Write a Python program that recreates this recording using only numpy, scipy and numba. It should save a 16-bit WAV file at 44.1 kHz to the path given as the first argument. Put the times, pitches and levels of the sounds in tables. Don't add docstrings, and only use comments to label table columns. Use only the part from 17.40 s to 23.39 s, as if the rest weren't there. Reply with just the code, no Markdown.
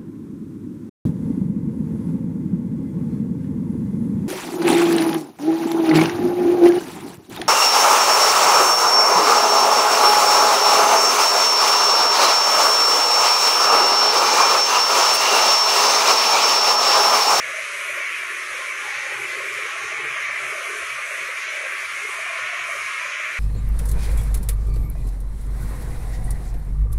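import sys
import numpy as np
from scipy import signal
from scipy.fft import rfft, irfft, next_fast_len
from scipy.io import wavfile
from scipy.ndimage import uniform_filter1d, map_coordinates
from numba import njit

SR = 44100
rng = np.random.default_rng(int(sys.argv[2]) if len(sys.argv) > 2 else 0)


def amplitude_ratio(level_db):
    exponent = np.asarray(level_db, float) / 20
    return 10 ** exponent


def inscribe(sig):
    pcm = np.round(np.clip(np.atleast_2d(sig).T, -1, 1) * 32767)
    wavfile.write(sys.argv[1], SR, pcm.astype(np.int16))


N = 264159

# [start_s, roar_level_db, mortar_load_db (over its mean),
# splatter_facing_db (toward the microphone)]
SPRAY_COURSE = [(0, -27.5, 0, -3), (.3, -28.5, -2.5, -1.5), (.65, -26, 0.5, -1), (.85, -28, -1.5, -0.5),
                (1.05, -29, -1.5, -2.5), (1.33, -28, -0.5, 1.5), (1.6, -27.5, 1, -2), (2.2, -28, -.5, 1),
                (2.6, -27.5, 3, 0), (2.88, -25.5, 3, 0.5), (3.2, -28.5, -1, 1.6), (3.9, -28, -1, -2.5),
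                (4.4, -27.5, 0.5, -2.5), (4.65, -29, -1, 1.5), (5.05, -26.5, 2.5, 1.5),
                (5.38, -28, -0.4, 3), (5.75, -26.5, 3.5, -0.7), (5.99, -27, 3, 0.5)]


def jet():
    roar_db, load_db, facing_db = columns(SPRAY_COURSE)
    surge_db = roar_db + 27.5
    upper_db = -13 - (1 - 0.03) * surge_db
    grit_db = -17 - (1 - 0.091) * surge_db - load_db - clot_choke_db()
    splat_db = -9.5 - (1 - 0.13) * surge_db + facing_db
    spray = nozzle_roar() + amplitude_ratio(upper_db) * upper_jet()
    spray = spray + amplitude_ratio(grit_db) * grit_hiss() + amplitude_ratio(splat_db) * splatter()
    return amplitude_ratio(roar_db) * hold_roar(walls(spray, count=9))


# [pitch_hz, level_db (per Hz)]
ROAR_COLOUR = [(820, -36), (1400, -8.5), (1780, -3.5), (1930, -2.5), (2300, 1), (3000, -14.5),
               (3900, -32.5), (6600, -120)]


def nozzle_roar():
    return turbulence(ROAR_COLOUR, patchy_db=0.62, patch_rate=4.01, flicker_db=0.0, flicker_rate=12, count=6)


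# [pitch_hz, level_db (per Hz)]
UPPER_COLOUR = [(1760, -25), (3000, -4), (4320, -9.5), (4810, -12), (6260, -5), (7100, -10), (9230, -74.5),
                (15600, -120)]


def upper_jet():
    return turbulence(UPPER_COLOUR, patchy_db=1.08, patch_rate=8.2, flicker_db=0.6, flicker_rate=16, count=8)


# [pitch_hz, level_db (per Hz)]
GRIT_COLOUR = [(4200, -22.5), (7100, -5), (7500, -3.5), (9500, 0.5), (11000, -2.5), (11800, -8),
               (12300, -12), (12800, -17), (13400, -17.5), (14000, -13.8), (14300, -15.5)]


def grit_hiss():
    colour = GRIT_COLOUR
    return turbulence(colour, patchy_db=0.95, patch_rate=10, flicker_db=0.7, flicker_rate=14, count=7)


# [centre_s, depth_db, length_s]
CLOTS_IN_NOZZLE = [
    (0.657, 4, .1),
    (1.15, 2.5, 0.073),
    (1.345, 5, 0.068),
    (1.522, 1.5, .08),
    (1.803, -1.5, .08),
    (2.87, 4, 0.081),
    (4.065, 4.5, 0.091),
    (5.2, 3, .08),
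    (5.727, 1.5, .12),
]


def clot_choke_db():
    now = np.arange(N) / SR
    return sum(depth * np.exp(-(2 * (now - s) / length) ** 2) for s, depth, length in CLOTS_IN_NOZZLE)


# [pitch_hz, level_db (per Hz)]
SPLAT_COLOUR = [(700, -48), (880, -23), (960, -11.5), (1080, 1.5), (1400, -1), (1820, -32), (3080, -120)]


def splatter():
    return turbulence(SPLAT_COLOUR, patchy_db=0.86, patch_rate=5, flicker_db=1.0, flicker_rate=22, count=4)


def hold_roar(spray):
    power = uniform_filter1d(uniform_filter1d(spray ** 2, SR // 16), SR // 16)
    hiss = signal.sosfiltfilt(signal.butter(2, 3000, "high", fs=SR, output="sos"), spray)
    steady = 0.34
    held_roar = (spray - hiss) * power.mean() ** (steady - 0.31) / power ** steady
    return held_roar + hiss / power.mean() ** 0.23


def walls(x, count):
    out, now = x.copy(), np.arange(N)
    lags_s, signs = rng.uniform(.003, .035, count), rng.choice([-1, 1], count)
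    for lag_s, sign in zip(lags_s, signs):
        swing_s = .00022 * walk(4.5) + .00025 * walk(.9)
        echo = map_coordinates(x, [now - SR * (lag_s + swing_s)], order=3, mode="wrap")
        out += sign * amplitude_ratio(-5.5) * np.exp(-lag_s / .03) * echo
    return out * np.std(x) / np.std(out)


# [pitch_hz, width_hz, level_db]
LOW_PAIR = [(363.8, 40, -4.5), (403, 64, 0)]
# [centre_s, level_db, length_s]
LOW_SLUGS = [(0.125, -50.5, 0.091), (0.544, -51.5, 0.38), (0.99, -50, 0.71), (1.426, -48, 0.25),
             (1.794, -42.5, 0.21), (2.124, -43.5, 0.53), (2.61, -40.5, 0.29), (3.07, -47, 0.27),
             (3.332, -44, 0.28), (3.83, -50, 0.11), (4.31, -51.5, 0.21), (4.68, -46, 0.16),
             (5.402, -55, 0.26), (5.916, -53.5, 0.13)]
# [centre_s, level_db, length_s, pitch_hz]
MIDDLE_SLUGS = [(.15, -39, 0.44, 602), (.52, -42.5, 0.26, 600), (.85, -54, 0.14, 625),
                (1.22, -45.5, 0.39, 585), (1.65, -43.5, .25, 567), (1.98, -39, 0.29, 579),
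                (2.3, -45.5, 0.28, 598), (2.78, -44.5, 0.1, 627), (3.17, -39.5, 0.44, 614),
                (3.45, -46, 0.13, 620), (3.75, -42, 0.51, 606), (4.219, -36.5, 0.2, 586),
                (4.9, -39.5, 0.26, 626), (5.12, -41, 0.24, 645), (5.329, -41, 0.15, 621),
                (5.75, -46.5, 0.43, 603)]
# [centre_s, level_db, length_s]
HIGH_SLUGS = [(.02, -64.5, 0.055), (.65, -60, 0.21), (1.15, -51.5, 0.27), (1.5, -40.5, 0.19),
              (1.73, -41.5, 0.36), (2.35, -48, 0.34), (2.58, -43.5, 0.26), (2.999, -47.5, 0.35),
              (3.24, -51, 0.14), (3.6, -50.5, .1), (4.2, -51, 0.65), (4.7, -47.5, 0.27), (5.5, -57.5, 0.99)]
BETWEEN_SLUGS = (-55, -47.5, -66.5)
# [start_s, peak_db, pitch_hz]
LUMPS = [(0.041, -39.5, 641), (0.139, -30, 626), (0.185, -33, 646), (0.335, -33.5, 580),
         (0.388, -35.5, 579), (0.414, -34.5, 565), (0.491, -29, 600), (0.57, -27, 583), (0.6, -34.5, 590),
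         (0.707, -39, 540), (0.827, -35, 650), (0.899, -38, 390), (1.145, -33, 525), (1.187, -32.5, 573),
         (1.27, -35, 575), (1.477, -29, 828), (1.579, -36, 584), (1.662, -34.5, 579), (1.716, -32, 543),
         (1.968, -28.5, 406), (2, -29, 543), (2.033, -31, 536), (2.127, -37, 415), (2.183, -31, 530),
         (2.254, -33, 468), (2.357, -33, 654), (2.438, -33.5, 409), (2.515, -31, 635), (2.631, -32.5, 400),
         (2.757, -33.5, 636), (2.79, -36, 575), (2.892, -33, 567), (2.932, -36.5, 651), (3.119, -30, 430),
         (3.178, -30.5, 597), (3.21, -32, 540), (3.297, -30, 412), (3.349, -34, 393), (3.585, -34.5, 555),
         (3.706, -32, 598), (3.886, -30.5, 522), (4.08, -38, 584), (4.147, -33, 570), (4.178, -33.5, 587),
         (4.426, -38, 664), (4.647, -30, 420), (4.688, -32, 417), (4.786, -30, 632), (4.86, -33, 712),
         (4.9, -35, 658), (4.986, -34, 535), (5.126, -31.5, 670), (5.192, -32.5, 705), (5.287, -31, 663),
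         (5.346, -30, 576), (5.606, -40.5, 641), (5.65, -31, 579), (5.796, -33, 620), (5.853, -41, 610),
         (5.892, -38, 633)]


def lance():
    all_slugs = (LOW_SLUGS, MIDDLE_SLUGS, HIGH_SLUGS)
    low_db, middle_db, high_db = [swells(*np.transpose(slugs)[:3], rest_db)
                                  for slugs, rest_db in zip(all_slugs, BETWEEN_SLUGS)]
    middle_hz = columns(MIDDLE_SLUGS)[-1]
    low_flow, middle_flow, high_flow = [rng.standard_normal(N) * amplitude_ratio(2.6 * walk(30)) for _ in range(3)]
    low = sum(amplitude_ratio(db) * ring(low_flow, hz * (1 + 0.022 * walk(2.8)), width) for hz, width, db in LOW_PAIR)
    middle = sum(ring(middle_flow, middle_hz * (side + 0.016 * walk(8)), 81) for side in (.955, 1.045))
    high = ring(high_flow, 838 * (1 + 0.018 * walk(2.7)), 120)
    low = level(even(low, .25, 0.078), low_db - 1.5)
    middle = level(even(middle, .25, .07), middle_db - 4.0)
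    high = level(even(high, .35, 0.066), high_db - 3.0)
    return low + middle + high + knocks(LUMPS, rise_s=.006, gain_db=-2.5)


# [centre_s, throb_db, rumble_db, length_s]
PUMP_STROKES = [(0.037, -55.5, -72, 0.18), (0.493, -65, -73.5, 0.4), (1.153, -66, -61, 0.16),
                (1.4, -63, -68, 0.23), (1.56, -53, -69, 0.097), (1.806, -53, -62, 0.14),
                (1.967, -56, -74, 0.18), (2.15, -54, -70.5, 0.17), (2.467, -53, -68, .12),
                (2.65, -51, -64, 0.19), (2.897, -66, -58, 0.17), (3.064, -56, -58, 0.13),
                (3.387, -66, -65, .15), (3.54, -56, -63, 0.15), (3.832, -62, -65, .1), (3.98, -70, -68, .1),
                (4.5, -65, -64, 0.3), (4.8, -67, -65, 0.19), (5.03, -61, -62, 0.092), (5.23, -62, -66, .12),
                (5.42, -63, -59, .2), (5.647, -75, -66, 0.17), (5.916, -64, -65, 0.22)]
# [pitch_hz, width_hz, level_db]
PUMP_HUMS = [
    (63.5, 9.7, -4.5),
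    (120.3, 14, -0.5),
    (138, 15, 4.5),
]
# [pitch_hz, level_db (per Hz)]
RUMBLE_COLOUR = [(12, -19.5), (40, -7.5), (124, -5.5), (209, -15.5), (247, -13), (310, -8), (390, -56),
                 (660, -120)]
# [start_s, peak_db, pitch_hz]
VALVE_THUMPS = [(0.22, -59, 135), (0.517, -56, 118), (0.809, -61, 75.4), (1.101, -72, 178),
                (1.101, -57, 53.8), (1.541, -54, 132), (1.745, -47, 127), (2.11, -51, 129),
                (2.443, -60, 40.4), (2.443, -47, 125), (2.632, -68, 178), (2.633, -41, 137),
                (2.873, -52, 110), (3.031, -53, 148), (3.287, -57, 62.4), (3.412, -49, 64.6),
                (3.814, -54, 151), (3.948, -59, 67.3), (4.035, -57, 135), (4.365, -63, 140),
                (4.461, -56, 56.5), (5.003, -56, 118), (5.197, -53, 129), (5.377, -53, 111),
                (5.574, -58, 124), (5.907, -54, 137)]


def pump():
    s, throbs, rumbles, lengths = np.transpose(PUMP_STROKES)
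    throb_db = swells(s, throbs, lengths, rest_db=-75)
    rumble_db = swells(s, rumbles, lengths, rest_db=-77)
    hum = sum(level(ring(rng.standard_normal(N), hz, width), db) for hz, width, db in PUMP_HUMS)
    hum = level(even(hum, 0.25, 0.09), throb_db - 4.0)
    rumble = turbulence(RUMBLE_COLOUR, patchy_db=1.0, patch_rate=3, flicker_db=0.5, flicker_rate=18, count=6)
    drone = turbulence(RUMBLE_COLOUR, patchy_db=3.0, patch_rate=3.3, flicker_db=-1.0, flicker_rate=49, count=6)
    thumps = knocks(VALVE_THUMPS, rise_s=.016, gain_db=-4)
    return thumps + hum + amplitude_ratio(rumble_db - 2.5) * rumble + amplitude_ratio(-70.5) * drone


def turbulence(shape, patchy_db, patch_rate, flicker_db, flicker_rate, count):
    size = next_fast_len(N)
    log_hz = np.log(np.fft.rfftfreq(size, 1 / SR) + 1)
    hz, db = np.transpose(shape)
    knots = np.log(hz)
    noise = rfft(rng.standard_normal(size)) * amplitude_ratio(np.interp(log_hz, knots, db, -120, -120))
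    centres, step = np.linspace(knots[0], knots[-1], count, retstep=True)
    out = np.zeros(N)
    for c in centres:
        band = np.cos(np.pi / 2 * np.clip((log_hz - c) / step, -1, 1)) ** 2
        out += amplitude_ratio(patchy_db * walk(patch_rate)) * irfft(noise * band, size)[:N]
    return level(out * amplitude_ratio(flicker_db * walk(flicker_rate)), 0)


def knocks(table, rise_s, gain_db):
    t, out = np.arange(int(8 * rise_s * SR)) / SR, np.zeros(N + SR)
    shape = (t / rise_s * np.exp(1 - t / rise_s)) ** 2
    for s, db, hz in table:
        i = int(s * SR)
        out[i:i + len(t)] += amplitude_ratio(db + gain_db) * shape * np.sin(2 * np.pi * hz * t)
    return out[:N]


def swells(times, dbs, lengths, rest_db):
    t = np.arange(0, N + 64, 64) / SR
    bells = amplitude_ratio(dbs[:, None]) * np.exp(-(2 * (t - times[:, None]) / lengths[:, None]) ** 2)
    db = 10 * np.log10(amplitude_ratio(rest_db) ** 2 + (bells ** 2).sum(axis=0))
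    return np.interp(np.arange(N) / SR, t, db)


@njit
def svf(x, hz, width):
    y, b, l = np.empty(len(x)), 0., 0.
    for i in range(len(x)):
        g, k = np.tan(np.pi * hz[i] / SR), width / hz[i]
        v = (b + g * (x[i] - l)) / (1 + g * (g + k))
        b, l, y[i] = 2 * v - b, l + 2 * g * v, k * v
    return y


def ring(x, hz, width):
    hz = hz * np.ones(N)
    return svf(svf(x, hz, 1. * width), hz, 1. * width)


def walk(rate):
    k = int(SR / rate)
    held = np.repeat(rng.standard_normal(N // k + 1), k)
    return 1.22 * uniform_filter1d(uniform_filter1d(held, k), k)[:N]


def even(x, hold, window_s):
    k = int(window_s * SR)
    power = uniform_filter1d(uniform_filter1d(x ** 2, k), k).clip(0)
    return x / (power + 1e-18) ** hold


def level(x, db):
    return x * amplitude_ratio(db) / np.sqrt(np.mean(x ** 2))


def columns(table):
    s, *rest = np.transpose(table)
    return [np.interp(np.arange(N) / SR, s, c) for c in rest]


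def scene():
    return (jet() + lance() + pump())[None]


# [pitch_hz, step_db (over the level nearby)]
ROUNDING = [(200, -24), (1000, -14), (2400, -8), (3200, 0), (4700, 5), (6200, .5), (7500, 4.2), (10000, 1)]


def phone_thinning(x):
    size = 1024
    n, k = np.arange(2 * size), np.arange(size)
    window = np.sin(np.pi * (n + .5) / (2 * size))
    basis = window * np.cos(np.pi / size * np.outer(k + .5, n + .5 + size / 2)) * np.sqrt(2 / size)
    frames = N // size + 2
    halves = np.pad(x, (size, (frames + 1) * size - N - size)).reshape(-1, size)
    lines = np.hstack([halves[:-1], halves[1:]]) @ basis.T
    power = uniform_filter1d(uniform_filter1d(lines ** 2, 64, axis=1), size=3, axis=0)
    nearby = np.sqrt(power.clip(0))
    hz, db = np.transpose(ROUNDING)
    margin = amplitude_ratio(np.interp(np.log((k + .5) * SR / 2 / size), np.log(hz), db))
    treble = np.clip(k * SR / 2 / size / 11000, 0, 1) ** 2
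    hiss = nearby[:, 400:500]
    floor = amplitude_ratio(1.8) * treble * hiss.mean(axis=1, keepdims=True) ** .7 * hiss.mean() ** .3
    patches = np.repeat(rng.standard_normal((frames, size // 8)), 8, axis=1)
    starve = uniform_filter1d(patches, size=5, axis=0)
    starve_db = 2 * 2.8 * starve + 14 * (starve > .8) * (k > 120)
    step = np.maximum(nearby * margin * amplitude_ratio(starve_db), floor * amplitude_ratio(1.2 * starve[:, -1:]))
    steps = np.floor((np.abs(lines) / step) ** .75 + .4054)
    back = (np.sign(lines) * steps ** (4 / 3) * step) @ basis
    out = np.zeros_like(halves)
    out[:-1] += back[:, :size]
    out[1:] += back[:, size:]
    return out.ravel()[size:size + N]


def top_cut(x):
    return signal.sosfilt(signal.butter(12, 14150, fs=SR, output="sos"), x)


def record(dry):
    mix = phone_thinning(dry[0])[None]
    return top_cut(mix)


dry = scene()
out = record(dry)
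inscribe(out)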